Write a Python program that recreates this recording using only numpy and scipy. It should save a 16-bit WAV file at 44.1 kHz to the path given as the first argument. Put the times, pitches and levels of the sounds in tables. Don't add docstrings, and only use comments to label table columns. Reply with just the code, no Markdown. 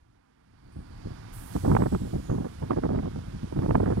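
import sys
import numpy as np
from scipy import signal
from scipy.fft import rfft, irfft
from scipy.io import wavfile
from scipy.ndimage import uniform_filter1d, map_coordinates

SR = 44100
rng = np.random.default_rng(int(sys.argv[2]) if len(sys.argv) > 2 else 0)


def wav_record(signal):
    frames = np.transpose(np.atleast_2d(signal))
    bounded = np.clip(frames, -1, 1)
    quanta = np.round(bounded * 32767).astype(np.int16)
    wavfile.write(sys.argv[1], SR, quanta)


N = 176400


def wind_buffeting(t):
    # t/s, level/dB
    breeze = [(0, -66), (.2, -73.5), (.45, -66), (.7, -54.5), (1.0, -49), (1.5, -50), (1.62, -38),
              (2.0, -39), (2.25, -42), (2.55, -47), (2.7, -39), (3.15, -37.5), (3.3, -45.5), (3.5, -42),
              (3.7, -37), (4, -32.5)]
    # start/s, length/s, level/dB, eddy rate/Hz
    gusts = [(.765, 0.039, -37.5, 129), (1.055, 0.021, -31.5, 140), (1.109, 0.0096, -36.5, 140.7),
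             (1.556, 0.012, -23, 189.4), (1.639, .03, -26, 281.2), (1.674, 0.083, -20, 233.8),
             (1.788, .05, -23, 241.8), (1.86, 0.011, -23, 280), (1.924, .035, -23.5, 209.3),
             (2.009, 0.033, -29.5, 145.2), (2.05, 0.029, -35.5, 222.6), (2.133, 0.038, -27, 168.4),
             (2.185, 0.014, -31.5, 218.8), (2.295, 0.0399, -25.5, 255.7), (2.343, 0.081, -29.5, 234.4),
             (2.446, .02, -32, 309.6), (2.621, 0.022, -29.5, 280.2), (2.704, 0.032, -28, 401.1),
             (2.768, 0.019, -24.5, 298.5), (2.834, 0.031, -25, 319.6), (2.89, .11, -27, 239.7),
             (3.027, 0.058, -32, 216), (3.155, .035, -34, 200.1), (3.28, 0.015, -35, 120.2),
             (3.337, 0.037, -36, 124.8), (3.433, 0.016, -30.5, 110.7), (3.522, 0.011, -33, 230.1),
             (3.563, 0.036, -25, 199.7), (3.62, 0.044, -28, 265.7), (3.686, 0.037, -23, 206),
             (3.747, 0.031, -21.5, 220.9), (3.801, 0.038, -23.5, 272.1), (3.861, 0.069, -25, 298.3),
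             (3.97, 0.037, -24.5, 199.5)]
    # f/Hz, level/dB
    eddy_spectrum = [(20, -6.5), (60, -3), (115, 1), (190, -2), (300, -3.5), (500, -11.5), (1000, -24),
                     (2000, -45.5), (5000, -78)]
    # f/Hz, gain/dB
    port = [(10, -14), (30, -4.5), (70, 1.5), (700, 3.5), (1200, 0.5), (2000, 3), (4000, -17), (12000, -8)]
    rise_s, fall_s = .004, .008
    breeze_hz, reference_hz, db_per_octave = 124.5, 250, 10.5
    power = undb(curve(breeze)) ** 2
    weighted_hz = power * breeze_hz
    for start, length, db, hz in gusts:
        onset = np.minimum(t - start, 0) / rise_s
        tail = np.maximum(t - start - length, 0) / fall_s
        gust_power = (undb(db) * np.exp(onset - tail)) ** 2
        power += gust_power
        weighted_hz += gust_power * hz
    surge_db = 4 * np.tanh(wander(rate=202.6))
    speed = weighted_hz / power / reference_hz * 2 ** (surge_db / db_per_octave)
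    position = np.cumsum(speed) % (N - 1)
    pressure_field = noise(response(eddy_spectrum))
    eddies = map_coordinates(pressure_field, [position], order=3, mode="wrap") * undb(surge_db)
    local_power = uniform_filter1d(uniform_filter1d(eddies ** 2, size=800), size=500)
    eddies /= np.sqrt(local_power + 1e-9)
    edge_fade = np.clip(np.minimum(t, t[-1] - t) / .004, 0, 1)
    return irfft(rfft(eddies * np.sqrt(power) * edge_fade) * response(port), N)


def wind_slaps(t):
    # t/s, level/dB, fall time/s
    slaps = [(1.564, -23.5, 0.0011), (1.651, -30, 0.0039), (1.707, -24, 0.00093), (1.716, -21.5, 0.0032),
             (1.752, -14.5, 0.00062), (1.766, -13, .003), (1.821, -19, .002), (1.838, -19.5, 0.0011),
             (1.86, -39, 0.0011), (1.949, -19.5, 0.0013), (2.299, -28, 0.0033), (2.627, -30, 0.0019),
             (2.708, -15.5, 0.0017), (2.716, -24.5, 0.0031), (2.77, -26, 0.0016), (2.832, -48, 0.0022),
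             (2.891, -29.5, .002), (2.959, -29.5, 0.0039), (2.988, -29, 0.0041), (3.057, -33.5, 0.0029),
             (3.16, -33.5, 0.0018), (3.524, -33, .002), (3.563, -36, .002), (3.59, -24, 0.0014),
             (3.621, -35, 0.0023), (3.661, -24, 0.0016), (3.709, -17, 0.0019), (3.749, -21, 0.0049),
             (3.754, -12.5, .0015), (3.802, -23.5, 0.0014), (3.859, -27, 0.0029), (3.879, -23.5, 0.0019),
             (3.914, -28.5, 0.0019)]
    # f/Hz, level/dB
    slap_spectrum = [(50, 7.5), (250, 3.5), (600, 8), (1150, 0), (1600, -9.5), (2400, -16.5), (3600, -25.5),
                     (8000, -55)]
    rise_s, cutoff_hz = .00073, 2770
    pressure, out = noise(response(slap_spectrum)), np.zeros(N)
    for at, db, fall_s in slaps:
        near = abs(t - at) < .03
        age = t[near] - at
        envelope = 2 / (np.exp(-age / rise_s) + np.exp(age / fall_s))
        out[near] += undb(db) * unit_rms(pressure[near] * envelope) * np.sqrt(np.mean(envelope ** 2))
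    return irfft(rfft(out) / (1 + (freqs() / cutoff_hz) ** 4), N)


def traffic():
    # f/Hz, level/dB
    roar_spectrum = [(100, -11.5), (250, 1), (420, -6.5), (600, -6), (780, -2), (930, -4), (1250, -6.5),
                     (1600, -7.5), (1900, -11.5), (2300, -11.5), (2700, -18), (4000, -25), (9000, -52)]
    tyre_spectrum = [(1200, -27), (2500, -2), (3300, 1), (4000, -0.5), (4900, -0.5), (6000, -3),
                     (7500, -10), (11000, -11), (16000, -32)]
    spray_spectrum = [(5000, -25), (7500, -6), (8800, -4), (9700, 0), (11000, -13), (13000, -16.5),
                      (16000, -27)]
    # t/s, roar/dB, tyres/dB, spray/dB
    levels = [(0, -67.5, -77.5, -86), (.3, -65, -78, -87), (.6, -61.5, -73.5, -81), (.8, -55.5, -68, -72.5),
              (1.05, -51, -60, -73), (1.5, -47, -55.5, -72), (2.0, -51, -55.5, -61.5),
              (2.5, -50.5, -58, -65), (3.0, -50, -57.5, -69.5), (3.45, -50, -57.5, -67),
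              (3.75, -49, -57, -61), (4, -47, -57, -63)]
    roar = wavering_noise(roar_spectrum, flicker_db=.5, rate=19) * undb(curve(levels, column=1))
    tyres = wavering_noise(tyre_spectrum, flicker_db=1.37, rate=12) * undb(curve(levels, column=2))
    spray = wavering_noise(spray_spectrum, flicker_db=.7, rate=12) * undb(curve(levels, column=3))
    return roar + tyres + spray


def compressed_air(t):
    # t/s, level/dB, centre/Hz, width/Hz, decay/(dB per s)
    releases = [(.71, -67, 9210, 1810, 74), (1.322, -47.5, 10000, 5770, 18.5),
                (1.324, -67, 14200, 4500, 45), (1.515, -51, 5460, 7200, 22), (3.595, -69, 12740, 3007, 55)]
    # t/s, f/Hz, level/dB
    whistle_path = [(1.45, 8430, -80), (1.56, 8206, -60), (1.68, 8070, -62), (1.8, 7980, -57.5),
                    (1.97, 7850, -58), (2.08, 7413, -65), (2.18, 6870, -65.5), (2.31, 6583, -59.5),
                    (2.5, 6546, -83)]
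    rise_s, whistle_width_hz = .016, 220
    hiss = np.zeros(N)
    for at, db, hz, width, decay in releases:
        age = np.maximum(t - at, 0)
        hiss += noise_band(hz, width) * np.minimum(age / rise_s, 1) * undb(db - decay * age)
    phase = 2 * np.pi * np.cumsum(curve(whistle_path)) / SR
    skirt = 1 / (1 + (freqs() / whistle_width_hz) ** 2)
    whistle = noise(skirt) * np.cos(phase) + noise(skirt) * np.sin(phase)
    sounding = (t > whistle_path[0][0]) & (t < whistle_path[-1][0])
    return hiss + whistle * sounding * undb(curve(whistle_path, column=2))


def bus():
    # f/Hz, level/dB
    drone_spectrum = [(30, 18), (65, 2.5), (110, 8.5), (170, -9), (240, -10.5), (295, -0.5), (360, -15),
                      (700, -47)]
    # t/s, level/dB
    drone_levels = [(0, -64), (.4, -69.5), (.7, -51.5), (1.05, -47.5), (1.5, -44), (2.5, -47), (4, -53)]
    sizzle_levels = [(0, -101), (.4, -85), (.62, -73.5), (1.05, -63), (1.35, -68), (1.8, -76), (4, -68)]
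    drone = wavering_noise(drone_spectrum, flicker_db=7.5, rate=20) * undb(curve(drone_levels))
    sizzle = noise_band(hz=4590, width_hz=870) * undb(curve(sizzle_levels))
    return drone + sizzle


def with_reflections(direct):
    # delay/s, level/dB
    reflections = [(.0042, -20.5), (0.0112, -16), (.027, -19.5), (.061, -14)]
    reflected = sum(undb(db) * delayed(direct, seconds) for seconds, db in reflections)
    power_gain = 1 + sum(undb(db) ** 2 for _, db in reflections)
    return (direct + reflected) / np.sqrt(power_gain)


def undb(db):
    return 10 ** (np.asarray(db) / 20)


def unit_rms(x):
    return x / np.sqrt(np.mean(x ** 2) + 1e-20)


def delayed(x, seconds):
    return map_coordinates(x, [np.arange(N) - seconds * SR], order=3, mode="mirror")


def curve(rows, column=1):
    rows = np.array(rows)
    return np.interp(np.arange(N) / SR, rows[:, 0], rows[:, column])


def freqs():
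    return np.maximum(np.arange(N // 2 + 1) * SR / N, 1)


def response(points):
    hz, db = np.array(points).T
    return undb(np.interp(np.log(freqs()), np.log(hz), db))


def noise(gain):
    return unit_rms(irfft(rfft(rng.standard_normal(N)) * gain, N))


def noise_band(hz, width_hz):
    return noise(1 / (1 + ((freqs() - hz ** 2 / freqs()) / width_hz) ** 2))


def wander(rate):
    return noise(np.exp(-(freqs() / rate) ** 2))


def wavering_noise(spectrum, flicker_db, rate):
    source = rfft(noise(response(spectrum)))
    octave = np.log2(freqs() / 50)
    bands = (irfft(source * np.maximum(1 - abs(octave - k), 0), N) for k in range(10))
    return unit_rms(sum(band * undb(flicker_db * np.tanh(wander(rate))) for band in bands))


def scene():
    left_cutoff_hz, left_lag_s = 310, .00054
    t = np.arange(N) / SR
    surroundings = with_reflections(traffic() + bus() + compressed_air(t))
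    right = wind_buffeting(t) + wind_slaps(t) + surroundings
    pole = np.exp(-2 * np.pi * left_cutoff_hz / SR)
    left = signal.lfilter([1 - pole], [1, -pole], delayed(right, left_lag_s))
    return np.array([left, right])


def record(dry):
    cutoff_hz = 15700
    return signal.sosfilt(signal.ellip(10, .1, 80, cutoff_hz, fs=SR, output="sos"), dry)


dry = scene()
out = record(dry)
wav_record(out)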